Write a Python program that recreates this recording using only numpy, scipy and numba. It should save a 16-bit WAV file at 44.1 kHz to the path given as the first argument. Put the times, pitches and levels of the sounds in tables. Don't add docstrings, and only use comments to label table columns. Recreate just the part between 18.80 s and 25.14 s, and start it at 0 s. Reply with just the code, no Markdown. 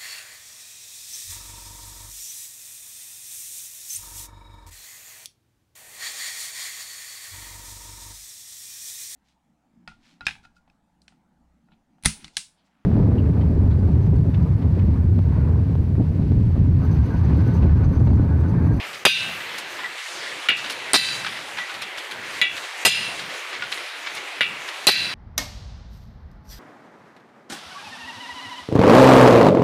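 import sys
import numpy as np
from scipy import signal
from scipy.fft import rfft, irfft
from scipy.io import wavfile
from scipy.ndimage import uniform_filter1d, minimum_filter1d
from numba import njit

SR = 44100
rng = np.random.default_rng(int(sys.argv[2]) if len(sys.argv) > 2 else 0)


def to_wav(sig):
    pcm = np.clip(np.atleast_2d(sig), -1, 1) * 32767
    pcm = np.round(pcm).astype(np.int16)
    wavfile.write(sys.argv[1], SR, pcm.T)


N = 279594
T = np.arange(N) / SR

# (frequency [Hz], density [dB per Hz])
HISS_SPECTRUM = [(150, -53), (250, -10), (353, -5.5), (458, -7), (499, -5.5), (694, -5.5), (1320, -5),
                 (2060, -0.5), (3980, -9.5), (5530, -16.5), (6680, -18), (9780, -23), (15600, -39)]
# (level below about 4.5 kHz [dB], from there to about 11 kHz [dB], above [dB])
HISS_REST = (-34, -46, -63)
# (time [s], low change [dB], middle change [dB], top change [dB])
HISS_DRIFT = [(0, 1.3, 1.5, 8.5), (.25, -4, -3, 5), (.6, 0.6, -0.26, 11), (1.1, -0.5, -1, 2.72),
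              (1.38, 1, 5.5, 2.04), (1.95, 0.5, -0.65, -.8), (2.5, 0, 2, 4), (3.05, -0.75, -2, -0.5),
              (4, 1.5, 2.5, 4), (4.5, 0.2, 0.9, 3.24), (5.55, 0.2, 0, 2.5), (6.34, 1.5, 2.2, 1.5)]
# (frequency [Hz], density [dB per Hz])
RUMBLE_SPECTRUM = [(20, -25.5), (60, -17.5), (100, -3), (160, -0.5), (240, -3), (330, -31)]
# (middle time [s], depth [dB], half length [s])
BASS_DROPOUTS = [(0.056, 10, 0.032), (0.202, 6.5, .05), (1.245, 31, 0.097), (1.48, 10.5, .05),
                 (1.64, 19.5, 0.042), (2.71, 8, .04), (2.88, 14, .07), (3.13, 16, 0.055),
                 (3.265, 17.5, 0.0585), (3.52, 5.5, .1), (3.926, 23, .11), (4.64, 22, 0.106),
                 (4.91, 4.5, 0.037), (5.103, 31, 0.072), (5.271, 17, .08), (5.525, 23, 0.06),
                 (5.937, 14, .09)]
# (time [s], level [dB], treble over that level [dB], t60 [s])
PART_TICKS = [(0.131, -25.5, -11, 0.13), (0.7826, -23.5, -4, 0.092), (1.1796, -26, -13, 0.153),
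              (1.7686, -19, -13, 0.22), (1.8978, -17.5, -8.5, 0.16), (2.313, -27, -13, 0.11),
              (2.3444, -19, -15, 0.062), (2.9406, -25, -15, 0.11), (3.0161, -22.5, -9, 0.12),
              (3.1755, -24, -11, 0.19), (3.3113, -21.5, -8.5, 0.078), (3.5214, -34.5, -9, 0.11),
              (3.767, -21.5, -11, 0.12), (3.8385, -26, -13, 0.12), (4.394, -22, -14, 0.114),
              (4.9173, -17.5, -11, 0.16), (5.3495, -28.5, -2.5, 0.134), (5.877, -22.5, -11, 0.12),
              (6.0408, -30, -13, 0.13)]
# (time [s], bass roll [dB], ring [dB], rattle length [s], thud [dB],
# clank [dB], clank pitch [Hz], sizzle [dB], shimmer [dB], buzz [dB])
HEAVY_BLOWS = [(.252, -43, 9, 0.0131, -0.5, -2.5, 3280, -10.5, -32, -18.5),
               (2.1332, -66, -13, 0.00154, -8.5, -6, 4120, -17, -4, -28),
               (2.141, -43.5, 7, 0.0145, -5, -6, 4580, -15, -15, -19),
               (4.05, -42.5, 9.5, 0.022, -7, -8.5, 3230, -11, -13, -19),
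               (6.069, -42, 9.5, 0.02385, -6.5, -5.5, 4090, -9, -28, -16.5)]
STRUCK_SPOTS = (0, 4, 1, 2, 3)
# (frequency [Hz], undamped t60 [s], level struck at spot 0 [dB], 1 [dB], 2 [dB],
# 3 [dB], level under a light tap or glancing touch [dB])
HOUSING_MODES = [(1554, 0.92, -35, -38, -47, -38.5, -56), (1968, 0.557, -39, -28.5, -31, -29, -25),
                 (2320, 0.4, -32, -32, -34.5, -29, -26.5), (2370, 0.73, -32.5, -41, -33.5, -35, -31),
                 (2514, 0.403, -21.5, -39, -31.5, -23.5, -43), (2640, 0.984, -27, -29.5, -37, -30, -32),
                 (2694, 0.73, -44, -42, -24, -32, -27), (2763, 0.72, -23, -46.5, -43, -29.5, -28),
                 (2797, 0.694, -44.5, -50, -24, -42.5, -34), (2867, 0.674, -31, -45, -29.5, -42, -38),
                 (2920, 0.73, -27.5, -48, -44.5, -49, -35.5), (3090, 0.75, -42.5, -33, -41, -51.5, -47),
                 (3250, 0.69, -32, -49, -29.5, -52, -45.5), (3355, 0.25, -30, -42.5, -36, -43, -57),
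                 (3380, 0.403, -28.5, -47, -35, -47.5, -45.5), (3510, 0.84, -36, -46, -36.5, -39.5, -44),
                 (3677, 0.441, -21, -25.5, -38.5, -38, -30), (3950, 0.88, -38, -26.5, -37, -28, -52),
                 (4005, 0.55, -28.5, -27.5, -30.5, -21, -44), (4170, 0.44, -39, -27.5, -30, -23, -55),
                 (4370, 0.54, -50, -29, -34, -28.5, -59), (4710, 0.82, -44, -30, -42, -30, -59),
                 (4760, 0.23, -24, -24, -40, -32, -63), (5000, 0.43, -38, -43, -26.5, -43, -61),
                 (5980, 0.3, -31, -49, -35.5, -35, -68), (6420, 0.356, -42, -41, -39.5, -53, -66),
                 (7070, 0.38, -60, -35.5, -34, -48, -66), (9080, 0.63, -44, -43.5, -41, -49, -68)]
# (time [s], level [dB], pitch [Hz], tone over that level [dB],
# tone t60 before choking [s])
TIP_KNOCKS = [(.603, -25.5, 2000, 2, 0.084), (.743, -34, 2320, -8, .1), (0.989, -26, 1010, -2.5, .08),
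              (1.033, -30, 1020, 4, 0.08), (1.043, -27, 1952, 4, 0.21), (1.84, -21.5, 1500, -12, .15),
              (2.447, -20.5, 1490, -7, .1), (2.465, -20, 2334, -9, .15), (2.52, -23, 1976, -13.5, 0.217),
              (2.563, -25, 1960, -6, .12), (2.772, -22.5, 2670, -12, .12), (2.786, -23, 1955, -2.5, 0.33),
              (2.895, -26, 1480, -5, 0.149), (4.44, -31, 2340, -4, 0.089), (4.494, -29, 1960, -11, 0.105),
              (4.535, -26, 2330, -6, .1), (4.73, -23.5, 1970, -10, .2), (4.822, -21, 1440, -4, 0.16),
              (4.971, -26, 2056, -1, .12), (5.262, -23, 2290, -6.5, .15), (5.365, -24.5, 2190, -6, .15),
              (5.813, -32.5, 1950, -8, .1)]
# (time [s], chisel [dB], housing [dB], clack [dB], knock [dB])
LIGHT_TAPS = [(1.687, 8, 7, -12, -19), (3.615, 7.5, 6, -13, -23.5), (5.608, 6, 3.5, -14.5, -24)]
# (frequency [Hz], t60 [s], level in tap 0 [dB], 1 [dB], 2 [dB])
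CHISEL_MODES = [(1440, 0.057, -17, -45, -15), (1962, 0.23, -35, -17.5, -23), (2314, 0.27, -24, -24, -26),
                (2530, 0.28, -23, -28.5, -30.5), (2850, 0.182, -14.5, -18, -16),
                (3380, 0.259, -27.5, -20.5, -33.5), (3910, 0.085, -33, -17.5, -23),
                (4900, .08, -38, -44, -33), (6880, 0.087, -46.5, -32, -54), (10800, 0.106, -41.5, -39, -39)]

AFTER_BLOW_S, AFTER_BLOW_DB = 0.11, (1.5, 7.5, -8)
HISS_SWELL_DB, TREBLE_FLICKER_DB = 0.9, 1.84
BASS_DB, BASS_WAVER_DB = -55, 2.5
BOOM_OVER_ROLL_DB, BOOM_RISE_S, BOOM_T60_S = 16, 0.011, 0.25
ROLL_TOP_S, TAP_ROLL_DB, TAP_TOP_S = 0.12, -53.5, 0.065
TOP_HZ = 15450


def undb(db):
    return 10 ** (np.asarray(db) / 20)


def unit(x):
    return x / np.sqrt(np.mean(x ** 2))


def fade(t, t60):
    return np.exp(-np.log(1000) * t / t60)


def add(out, s, x):
    i = int(s * SR)
    out[i:i + len(x)] += x[:N - i]


def curve(table):
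    s, *columns = np.transpose(table)
    return [np.interp(T, s, column) for column in columns]


def band(x, lo_hz, hi_hz):
    sos = signal.butter(3, [lo_hz, hi_hz], "bandpass", fs=SR, output="sos")
    return unit(signal.sosfilt(sos, x))


def walk(rate, count=N):
    k = int(SR / rate)
    steps = np.repeat(rng.standard_normal(count // k + 1), k)
    return 1.3 * uniform_filter1d(uniform_filter1d(steps, k), k)[:count]


def colour(noise, table):
    hz, db = np.transpose(table)
    log_hz = np.log(np.fft.rfftfreq(N, 1 / SR) + 1)
    return rfft(noise) * undb(np.interp(log_hz, np.log(hz), db, left=-80))


def swell_after(times, top_s):
    x = np.maximum(T - np.array(times)[:, None], 0) / top_s
    return x * np.exp(1 - x)


@njit
def high_pass(x, hz):
    y, b, l = np.empty(len(x)), 0., 0.
    for i in range(len(x)):
        g = np.tan(np.pi * hz[i] / SR)
        v = (b + g * (x[i] - l)) / (1 + g * (g + 1.4))
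        y[i] = x[i] - 1.4 * v - l - g * v
        b, l = 2 * v - b, l + 2 * g * v
    return y


def bass_level():
    s, roll_db = np.transpose(HEAVY_BLOWS)[:2, :, None]
    since = np.maximum(T - s, 0)
    boom_shape = (1 - np.exp(-since / BOOM_RISE_S)) * fade(since, BOOM_T60_S)
    boom = (undb(roll_db + BOOM_OVER_ROLL_DB) * boom_shape).sum(axis=0)
    roll = (undb(roll_db) * swell_after(s[:, 0], ROLL_TOP_S)).sum(axis=0)
    stir = undb(TAP_ROLL_DB) * swell_after([row[0] for row in LIGHT_TAPS], TAP_TOP_S).sum(axis=0)
    dropouts_db = sum(db * np.exp(-((T - at) / half) ** 2) for at, db, half in BASS_DROPOUTS)
    waver = undb(BASS_WAVER_DB * walk(14) - dropouts_db)
    return 10 * np.log10((undb(BASS_DB) ** 2 + roll ** 2 + stir ** 2) * waver ** 2 + boom ** 2)


def hiss(bass_db):
    full_blows = [row[0] for row in HEAVY_BLOWS if row[2] > 0]
    after = swell_after(full_blows, AFTER_BLOW_S).sum(axis=0) ** 2
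    levels_db = np.array(curve(HISS_DRIFT)) + np.c_[list(HISS_REST)] + np.c_[list(AFTER_BLOW_DB)] * after
    grains = undb(1.5 * np.minimum(rng.exponential(size=N), 4))
    whole = colour(rng.standard_normal(N) * grains, HISS_SPECTRUM)
    place = 3 * np.log2((np.fft.rfftfreq(N, 1 / SR) + 1) / 125)
    swell, flicker, parts = walk(12), walk(18), np.zeros((3, N))
    for k in range(22):
        share = np.cos(np.pi / 2 * np.clip(place - k, -1, 1)) ** 2
        waver_db = 1.4 * walk(14) + HISS_SWELL_DB * swell + TREBLE_FLICKER_DB * (k > 16) * flicker
        parts[int(k > 15) + int(k > 19)] += irfft(whole * share, N) * undb(waver_db)
    body = sum(undb(db) * unit(part) for db, part in zip(levels_db, parts))
    corner_hz = np.clip(130 * undb(-.35 * (bass_db + 48.0)), 20, 900)
    return high_pass(high_pass(body, corner_hz), corner_hz)


def rumble(bass_db):
    return undb(bass_db) * unit(irfft(colour(rng.standard_normal(N), RUMBLE_SPECTRUM), N))


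def jingle(level_db=-47, count=1500):
    out, t = np.zeros(N), T[:SR // 16]
    for when, pitch, life, size in rng.random((count, 4)):
        envelope = fade(t, 0.0235 + 0.061 * life) * (1 - fade(t, 0.0077))
        ping = envelope * np.sin(2 * np.pi * 1100 * 3 ** pitch * t)
        add(out, when * T[-1], undb(level_db - 3 * np.log(size + .03)) * ping)
    return out


def rattle(length_s, t60, lo_hz, hi_hz, spiky_db=2.5, first_db=8, lumpy_db=3):
    t = T[:int((length_s + t60) * SR)]
    spikes = undb(spiky_db * np.minimum(rng.exponential(size=len(t)), 4))
    bunches = undb(lumpy_db * walk(350, count=len(t)))
    contacts = rng.standard_normal(len(t)) * spikes * bunches
    shape = fade(np.maximum(t - length_s, 0), t60) + undb(first_db) * fade(t, 0.0015)
    return band(contacts, lo_hz, hi_hz) * shape


def ticks():
    out = np.zeros(N)
    for s, db, treble_db, t60 in PART_TICKS:
        add(out, s, undb(db - 9.5) * rattle(0.01, t60, 1180, 4400, first_db=-6))
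        add(out, s, undb(db + treble_db - 9.0) * rattle(0.0047, t60, 3420, 11300, first_db=-9))
    return out


def ring(hz, t60, db, rough, spread=.025, rise_s=0.01, choke_s=0.37):
    t = T[:SR * 6 // 10]
    out = np.zeros(len(t))
    for f, d, g in zip(hz, t60, db):
        tone = np.ones(len(t), complex)
        for width in (spread, 4 * spread):
            steps = np.arange(0, t[-1], 1 / (width * f))
            nudge, turn = (np.interp(t, steps, r) for r in rng.standard_normal((2, len(steps))))
            tone += rough * np.sqrt(f / 3000) * (nudge + 1j * turn)
        carrier = np.exp(2j * np.pi * (f * t + rng.random()))
        out += undb(g) * fade(t, d) * (tone * carrier).imag
    return out * (1 - np.exp(-t / rise_s)) * np.exp(-(t / choke_s) ** 4)


def housing(spot, damping=1., early_db=8, early_t60=0.15):
    hz, t60, *db = np.transpose(HOUSING_MODES)
    x = ring(hz, t60 / damping, db[spot], rough=.48, rise_s=.003)
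    return x * (1 + undb(early_db) * fade(T[:len(x)], early_t60))


def blows():
    out = np.zeros(N)
    for spot, row in zip(STRUCK_SPOTS, HEAVY_BLOWS):
        s, _, ring_db, length, thud_db, clank_db, clank_hz, sizzle_db, shimmer_db, buzz_db = row
        short = min(length / .015, 1) ** .5
        add(out, s, undb(thud_db) * rattle(length, 0.05 * short, 173, 2240))
        add(out, s, undb(clank_db) * rattle(length, .1 * short, clank_hz / 1.45, clank_hz * 1.2))
        add(out, s, undb(sizzle_db) * rattle(length / 2, 0.14 * short, 4200, 12470))
        add(out, s, undb(shimmer_db) * rattle(length, 0.085 * short, 8000, 9175))
        add(out, s, undb(shimmer_db - 21.5) * rattle(length, 0.99 * short, 8630, 9900))
        add(out, s, undb(shimmer_db - 30) * rattle(length, 0.6 * short, 11600, 12800))
        add(out, s, undb(buzz_db) * rattle(length, 0.68 * short, 1600, 4670))
        add(out, s, undb(buzz_db - 16) * rattle(length, 0.45 * short, 5000, 13200))
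        add(out, s, undb(ring_db) * housing(spot))
    return out


def knocks():
    out = np.zeros(N)
    for s, db, hz, tone_db, t60 in TIP_KNOCKS:
        add(out, s, undb(db - 9.5) * rattle(0.0145, 0.16, 943, 3760, first_db=-15))
        add(out, s, ring([hz], [t60], [db + tone_db], rough=.35, rise_s=0.0015, choke_s=t60 / 3.74))
    return out


def taps():
    out = np.zeros(N)
    hz, t60, *db = np.transpose(CHISEL_MODES)
    for number, (s, chisel_db, housing_db, clack_db, knock_db) in enumerate(LIGHT_TAPS):
        add(out, s, undb(chisel_db) * ring(hz, t60, db[number], rough=.38, rise_s=.0003))
        add(out, s, undb(housing_db) * housing(-1, damping=1.93, early_db=-2))
        add(out, s, undb(clack_db) * rattle(.02, .14, 1500, 3600, spiky_db=5, first_db=15))
        add(out, s, ring([1950], [.018], [clack_db + 13], rough=0.12, rise_s=0.0003))
        add(out, s, undb(knock_db) * rattle(0.00235, 0.14, 104, 1600))
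        add(out, s, undb(clack_db - 18) * rattle(.003, 0.057, 4500, 12500))
    return out


def scene():
    bass_db = bass_level()
    background = hiss(bass_db) + rumble(bass_db) + jingle()
    return (background + ticks() + blows() + knocks() + taps())[None]


@njit
def follow(x, attack, release):
    y, e = np.empty(len(x)), x[0]
    for i in range(len(x)):
        e += (x[i] - e) * (attack if x[i] > e else release)
        y[i] = e
    return y


def record(dry, knee_db=-22, ratio=2.02, ahead_s=0.01403, attack_s=0.012, release_s=0.043):
    ahead = int(ahead_s * SR)
    size = np.sqrt(np.maximum(uniform_filter1d(dry[0] ** 2, size=128), 1e-12))
    size = -minimum_filter1d(-size, size=ahead, origin=-(ahead // 2))
    excess = np.log(np.maximum(size / undb(knee_db), 1))
    over = follow(excess, 1 / (attack_s * SR), 1 / (release_s * SR))
    ducked = dry * np.exp(-over * (1 - 1 / ratio))
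    rounded = np.tanh(1.0916 * ducked) / 1.1055
    return signal.sosfilt(signal.ellip(8, .2, 70, TOP_HZ, fs=SR, output="sos"), rounded)


dry = scene()
out = record(dry)
to_wav(out)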